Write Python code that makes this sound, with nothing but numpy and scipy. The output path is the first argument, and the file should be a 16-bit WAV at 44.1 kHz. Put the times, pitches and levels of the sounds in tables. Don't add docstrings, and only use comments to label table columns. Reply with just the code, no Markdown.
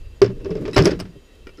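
import sys
import numpy as np
from scipy import signal
from scipy.fft import rfft, irfft, next_fast_len
from scipy.io import wavfile
from scipy.ndimage import uniform_filter1d, minimum_filter1d, map_coordinates

SR = 44100
rng = np.random.default_rng(int(sys.argv[2]) if len(sys.argv) > 2 else 0)


def undo_db(level):
    steps = np.asarray(level, float) / 20
    return 10 ** steps


def put_to_file(sound):
    columns = np.atleast_2d(sound).T
    safe = np.clip(columns, -1, 1)
    whole_steps = np.round(safe * 32767)
    wavfile.write(sys.argv[1], SR, whole_steps.astype(np.int16))


N = 70560
STRIKE_T = np.arange(SR // 4) / SR
CLICK_HZ = 5104

# [f/Hz, level/dB per Hz]
WALL_RATTLE = [(350, -3), (700, -9.5), (1600, -11.5), (3000, -17), (4000, -23), (5200, -21), (6900, -33.5),
               (15800, -70.5)]


def unit(x):
    return x / np.sqrt(np.mean(x ** 2) + 1e-20)


def wobble(rate):
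    knots = rng.standard_normal(int(N * rate / SR) + 4)
    return map_coordinates(knots, [np.arange(N) * rate / SR])


def filtered(x, response):
    m = next_fast_len(len(x) + 8192)
    spectrum = rfft(x, m) * response(np.fft.rfftfreq(m, 1 / SR))
    return irfft(spectrum, m)[:len(x)]


def noise(points, size=N):
    f, db = np.transpose(points)

    def colour(hz):
        return undo_db(np.interp(np.log(hz + 1), np.log(f + 1), db))

    return unit(filtered(rng.standard_normal(size), colour))


def add(out, s, x):
    part = out[round(s * SR):][:len(x)]
    part += x[:len(part)]


def ring(modes, rise_s, blur=0.):
    hz, db, t60 = np.transpose(modes)[..., None]
    drift = blur * np.cumsum(rng.standard_normal((len(modes), len(STRIKE_T))), 1)
    scatter_db = 1.5 * rng.standard_normal(hz.shape)
    decay = undo_db(db + scatter_db - 60 * STRIKE_T / t60)
    tones = decay * np.sin(2 * np.pi * hz * STRIKE_T + drift)
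    return tones.sum(0) * (1 - np.exp(-STRIKE_T / rise_s))


def burst(points, t60):
    grain_db = 1.5 * wobble(500)[:len(STRIKE_T)]
    decay = undo_db(grain_db - 60 * STRIKE_T / t60)
    return noise(points, size=len(STRIKE_T)) * decay * (1 - np.exp(-STRIKE_T / 0.0004))


def outdoors():
    # [f/Hz, level/dB per Hz]
    air = [(120, -23), (200, -5.5), (425, -3), (809, -18), (1100, -18), (2210, -22), (2590, -21),
           (3330, -20.5), (14500, -36.5)]
    # [f/Hz, level/dB per Hz]
    wind = [(8.8, -51), (15, -7), (41, -8.5), (86, -15.5), (119, -23), (200, -37), (260, -76), (440, -120)]
    # [t/s, level/dB]
    gusts = [
        (0.0, -47.5),
        (0.294, -42),
        (0.876, -44.5),
        (1.176, -46.5),
        (1.38, -45.5),
        (1.6, -47.5),
    ]
    # [f/Hz, level/dB]
    machine = [(1900, -78), (2676, -69), (3122, -75), (3865, -77), (4786, -78), (6869, -81)]
    t = np.arange(N) / SR
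    gust_db = np.interp(t, *np.transpose(gusts))
    whine = np.zeros(N)
    for hz, db in machine:
        level = undo_db(db + 5 + 4.5 * wobble(36.13))
        drift = 0.085 * np.cumsum(rng.standard_normal(N))
        whine += level * np.sin(2 * np.pi * hz * t + drift)
    hiss = undo_db(-55.5 + 0.2 * wobble(20)) * noise(air)
    buffet_db = -44 + gust_db - gust_db.mean() + 4.2 * wobble(11.03)
    return hiss + undo_db(buffet_db) * noise(wind) + whine


def palms():
    # [t/s, level/dB]
    drag = [
        (0.2, -51.5),
        (0.412, -40),
        (0.842, -27),
        (1.2, -55),
    ]
    # [f/Hz, width/Hz, level/dB]
    cavity = [(110, 26, -7), (180, 64.6, -7.5), (300, 53.5, -5), (396.5, 20.4, -6.5), (459.5, 25, -12),
              (617, 100, -26.5)]
    s, db = np.transpose(drag)
    push_db = np.interp(np.arange(N) / SR, s, db, -90, -90)

    def hollow(f):
        total = 0
        for k, (centre, width, gain_db) in enumerate(cavity):
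            damping = 1j * f * width
            total = total + (-1) ** k * undo_db(gain_db) * damping / (centre * centre - f * f + damping)
        return total

    friction = undo_db(4 * wobble(59.79)) * rng.standard_normal(N)
    body = unit(filtered(friction, hollow))
    skin = unit(undo_db(2.7 * wobble(92)) * noise(WALL_RATTLE))
    scrape_db = 1.2 * (push_db - db.max()) - 45
    return undo_db(push_db + 2) * body + undo_db(scrape_db) * skin


def knocks():
    # [t/s, rattle/dB, ring/dB, air note f/Hz, rings free/s]
    blows = [(0.2163, -5.5, 1, 393.2, .022), (0.2442, -18, -9.5, 439, 0.0088),
             (0.256, -49, -17, 395, 0.016), (0.296, -40, -26.5, 385, 0.035), (0.4, -44.5, -40.5, 395, .03),
             (0.4479, -37, -36, 373, 0.01), (0.456, -35.5, -19, 392.7, 0.031),
             (0.494, -49, -20, 390, 0.0078), (0.5079, -31.5, -23, 434.5, 0.039),
             (0.5532, -35, -19.5, 419, 0.014), (0.5743, -37.5, -26, 434, 0.02),
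             (0.6531, -26.5, -25.5, 379, 0.017), (0.678, -28, -20.5, 421.4, 0.018),
             (0.7638, -4.5, -12, 300, .01), (0.7645, -5, -1, 408, 0.016), (0.7723, -2, -21, 364, 0.0073),
             (0.778, 2.5, -32, 397, 0.013), (0.7865, -16.5, -3.5, 393, 0.0157),
             (0.8023, -22, -7, 406, .012), (0.818, -25, -6.5, 406, 0.0095),
             (0.8361, -18.5, -12, 325, 0.011), (0.854, -6.5, -6, 338.5, 0.012),
             (0.8684, -12, -5, 402, 0.0097), (0.878, -19.5, -11, 370, 0.0069),
             (0.8905, -23, -6.5, 410, 0.0048), (0.9045, -19.5, -32, 373, 0.013),
             (0.9154, -25, -16, 354, 0.019), (0.9911, -31.5, -34.5, 375, 0.012),
             (1.0006, -27, -32.5, 390, 0.028), (1.052, -39, -42, 374, 0.011)]
    # [f/Hz, level/dB, t60/s]
    wall_modes = [(325, -10, 0.057), (480.5, -12, 0.098), (589, -13, 0.082), (1100, -21, 0.041),
                  (1470, -39, 0.072), (2130, -30, 0.025)]
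    out = np.zeros(N)
    for s, rattle_db, pipe_db, hz, free_s in blows:
        grip = undo_db(-60 * np.maximum(0, STRIKE_T - free_s) / 0.023)
        rattle = undo_db(rattle_db - 4.5) * burst(WALL_RATTLE, 0.12)
        air_note = (hz, 0, 0.19)
        pipe = ring([air_note] + wall_modes, 0.0038, blur=0.003)
        add(out, s, rattle + undo_db(pipe_db + 5) * grip * pipe)
    return out


def clicks():
    # [t/s, peak level/dB, brightness/dB an octave]
    contacts = [(0.2177, -11.5, -0.5), (0.2447, -20, -6.5), (0.2624, -19, -9.5), (0.4461, -39.5, -4.5),
                (0.5054, -35.5, -10.5), (0.5531, -36, -8.5), (0.568, -45.5, -2), (0.6543, -43, -16),
                (0.6786, -39, -1), (0.708, -67, 11), (0.7122, -42, 0), (0.7316, -36, -4),
                (0.7643, -4.5, -5), (0.7709, -21, 6.5), (0.7784, -17.5, 13.5), (0.788, -17, 3),
                (0.8228, -18.5, 2), (0.8467, -25, -2), (0.8551, -10, 1), (0.8763, -26.5, 6),
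                (0.8695, -15.5, -7), (0.8358, -30.5, 7), (0.9174, -40, 4), (0.9071, -30, -2),
                (0.9129, -25, -4.5), (0.9923, -41, 8), (1.0001, -26.5, -19), (1.0054, -33, 0),
                (1.0553, -58, -22), (1.3524, -55.5, 15), (1.4696, -47.5, -4), (1.573, -50, -1)]
    out, hz = np.zeros(N), np.geomspace(500, 16000, num=40)
    housing_decay = undo_db(-3 - 60 * STRIKE_T / 0.016)
    housing = housing_decay * np.sin(2 * np.pi * 5207 * STRIKE_T)
    peak_db = 16.5 / (1 + ((hz - CLICK_HZ) / 744) ** 2)
    rolloff_db = 16 * np.maximum(0, np.log2(hz / 6000))
    for s, db, tilt_db in contacts:
        shape_db = peak_db + tilt_db * np.log2(hz / CLICK_HZ) - rolloff_db
        add(out, s, undo_db(db) * (burst(np.c_[hz, shape_db], 0.025) + housing))
    return out


def thumps():
    # [t/s, level/dB, f/Hz]
    thuds = [(0.229, -10, 110), (0.223, -12.5, 187.6), (0.257, -21, 266), (0.264, -18, 118.5),
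             (0.286, -23, 189), (0.298, -27.5, 121), (0.449, -30, 82.4), (0.504, -22, 169.4),
             (0.555, -23, 171), (0.586, -27.5, 135), (.33, -32, 271), (0.653, -49, 188), (0.679, -36, 288),
             (0.704, -45, 100), (0.763, -7, 297), (0.767, -9, 71), (0.776, 1, 108), (.803, -2, 158),
             (0.811, -8, 300), (0.844, -8, 173.6), (0.867, -12, 199.5), (0.895, -24.5, 69.5),
             (.89, -17.5, 180), (0.916, -10, 325), (0.964, -23.5, 180), (0.992, -33, 180), (1, -44, 101),
             (1.018, -29, 105.4), (1.045, -28, 184), (1.088, -36, 170), (.218, -17, 587), (.656, -30, 622),
             (.68, -28.5, 612), (.787, -8.5, 301), (.866, -9, 622), (.89, -14.5, 547), (.93, -28.5, 160),
             (.944, -23.5, 458), (1.0, -25, 660), (1.4803, -36.5, 384), (1.582, -33.5, 319),
             (1.59, -32, 380)]
    out = np.zeros(N)
    for s, db, hz in thuds:
        t60 = 29.2 / (hz + 60)
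        add(out, s, undo_db(db + 2) * ring([(hz, 0, t60)], 0.0031, blur=0.005))
    return out


def bracket():
    # [t/s, level/dB, brightness/dB an octave, held by a finger/0-1]
    clinks = [
        (0.7319, -40.5, -8, 0.2),
        (.744, -39.5, -2.5, 0),
        (0.846, -40.5, 7, 0),
        (.856, -42, 12, 0),
        (0.9996, -38.5, 1, 1),
        (1.007, -44.5, -4, 1),
    ]
    # [f/Hz, level/dB, t60/s]
    free_modes = [(1960, -4.5, 0.041), (2710, -6, 0.28), (3930, 0, 0.3), (5260, 1.5, 0.17),
                  (7200, -12, 0.09), (7970, -5.5, 0.1), (9750, -5.5, 0.088), (11180, -19, 0.039),
                  (13560, -24, 0.085)]
    # [f/Hz, level/dB, t60/s]
    held_modes = [(2850, -2, .045), (3820, -5, .05), (4720, 0, .04), (5230, -2, .045), (8050, -10, .075),
                  (8940, -7, .04), (9650, -8, .05), (13630, -10, .03)]
    # [f/Hz, level/dB per Hz]
    jingle = [(1500, 14), (5200, 3), (9000, -11), (14000, -35), (15500, -23)]
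    out = np.zeros(N)

    def tilted(modes, tilt_db):
        return [(hz, db + tilt_db * np.log2(hz / CLICK_HZ), t60) for hz, db, t60 in modes]

    for s, db, tilt_db, held in clinks:
        free_ring = ring(tilted(free_modes, tilt_db), 0.00016, blur=0.08)
        held_ring = ring(tilted(held_modes, tilt_db), 0.0003, blur=0.08)
        plates = (1 - held) * free_ring + held * held_ring
        add(out, s, undo_db(db + 3) * (plates + 0.79 * burst(jingle, 0.039)))
    return out


def fingers():
    # [t/s, level/dB]
    wall_taps = [
        (0.7608, -18.5),
        (1.391, -69),
        (1.470, -41.5),
        (1.481, -52.5),
        (1.492, -47),
    ]
    # [f/Hz, level/dB, t60/s]
    wall_modes = [(398, 11, .045), (905, -10, .04), (1389, 3, .05), (1857, -3, .05), (2330, 1, .045),
                  (2848, -5, .05), (5000, -6, .03)]
    # [t/s, level/dB]
    rim_taps = [
        (1.5815, -54.5),
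        (1.586, -52.5),
    ]
    # [f/Hz, level/dB, t60/s]
    rim_modes = [(1351, 2, .07), (1830, 3, .03), (2300, -10, .04), (4156, -4, .05), (5190, -2, .08)]
    out = np.zeros(N)
    for taps, modes in (wall_taps, wall_modes), (rim_taps, rim_modes):
        for s, db in taps:
            tap = ring(modes, 0.000063, blur=0.062) + 0.85 * burst(WALL_RATTLE, 0.057)
            add(out, s, undo_db(db) * tap)
    return out


def scene():
    return (outdoors() + palms() + knocks() + clicks() + thumps() + bracket() + fingers())[None]


def roll_off(x):
    return signal.sosfilt(signal.butter(12, 15970, fs=SR, output="sos"), x)


def record(dry):
    ceiling, squeeze = 0.37, 0.44
    ahead, hold, soft = int(0.0074 * SR), int(0.037 * SR), int(0.0017 * SR)
    need = np.minimum(1, ceiling / (np.abs(dry[0]) + 1e-9)) ** squeeze
    span = ahead + hold + 1
    low = minimum_filter1d(need, span, origin=hold - span // 2)
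    gain = uniform_filter1d(low, soft + 1)
    earlier = np.pad(gain, (ahead, 0), 'edge')[:N]
    gain = gain * np.minimum(1, gain / earlier) ** 1.03
    clipped = np.tanh(dry[0] * gain / 1.244) * 1.312
    mix = filtered(clipped, lambda hz: 1 / (1 + (hz / 15200) ** 40))
    return roll_off(mix[None])


dry = scene()
out = record(dry)
put_to_file(out)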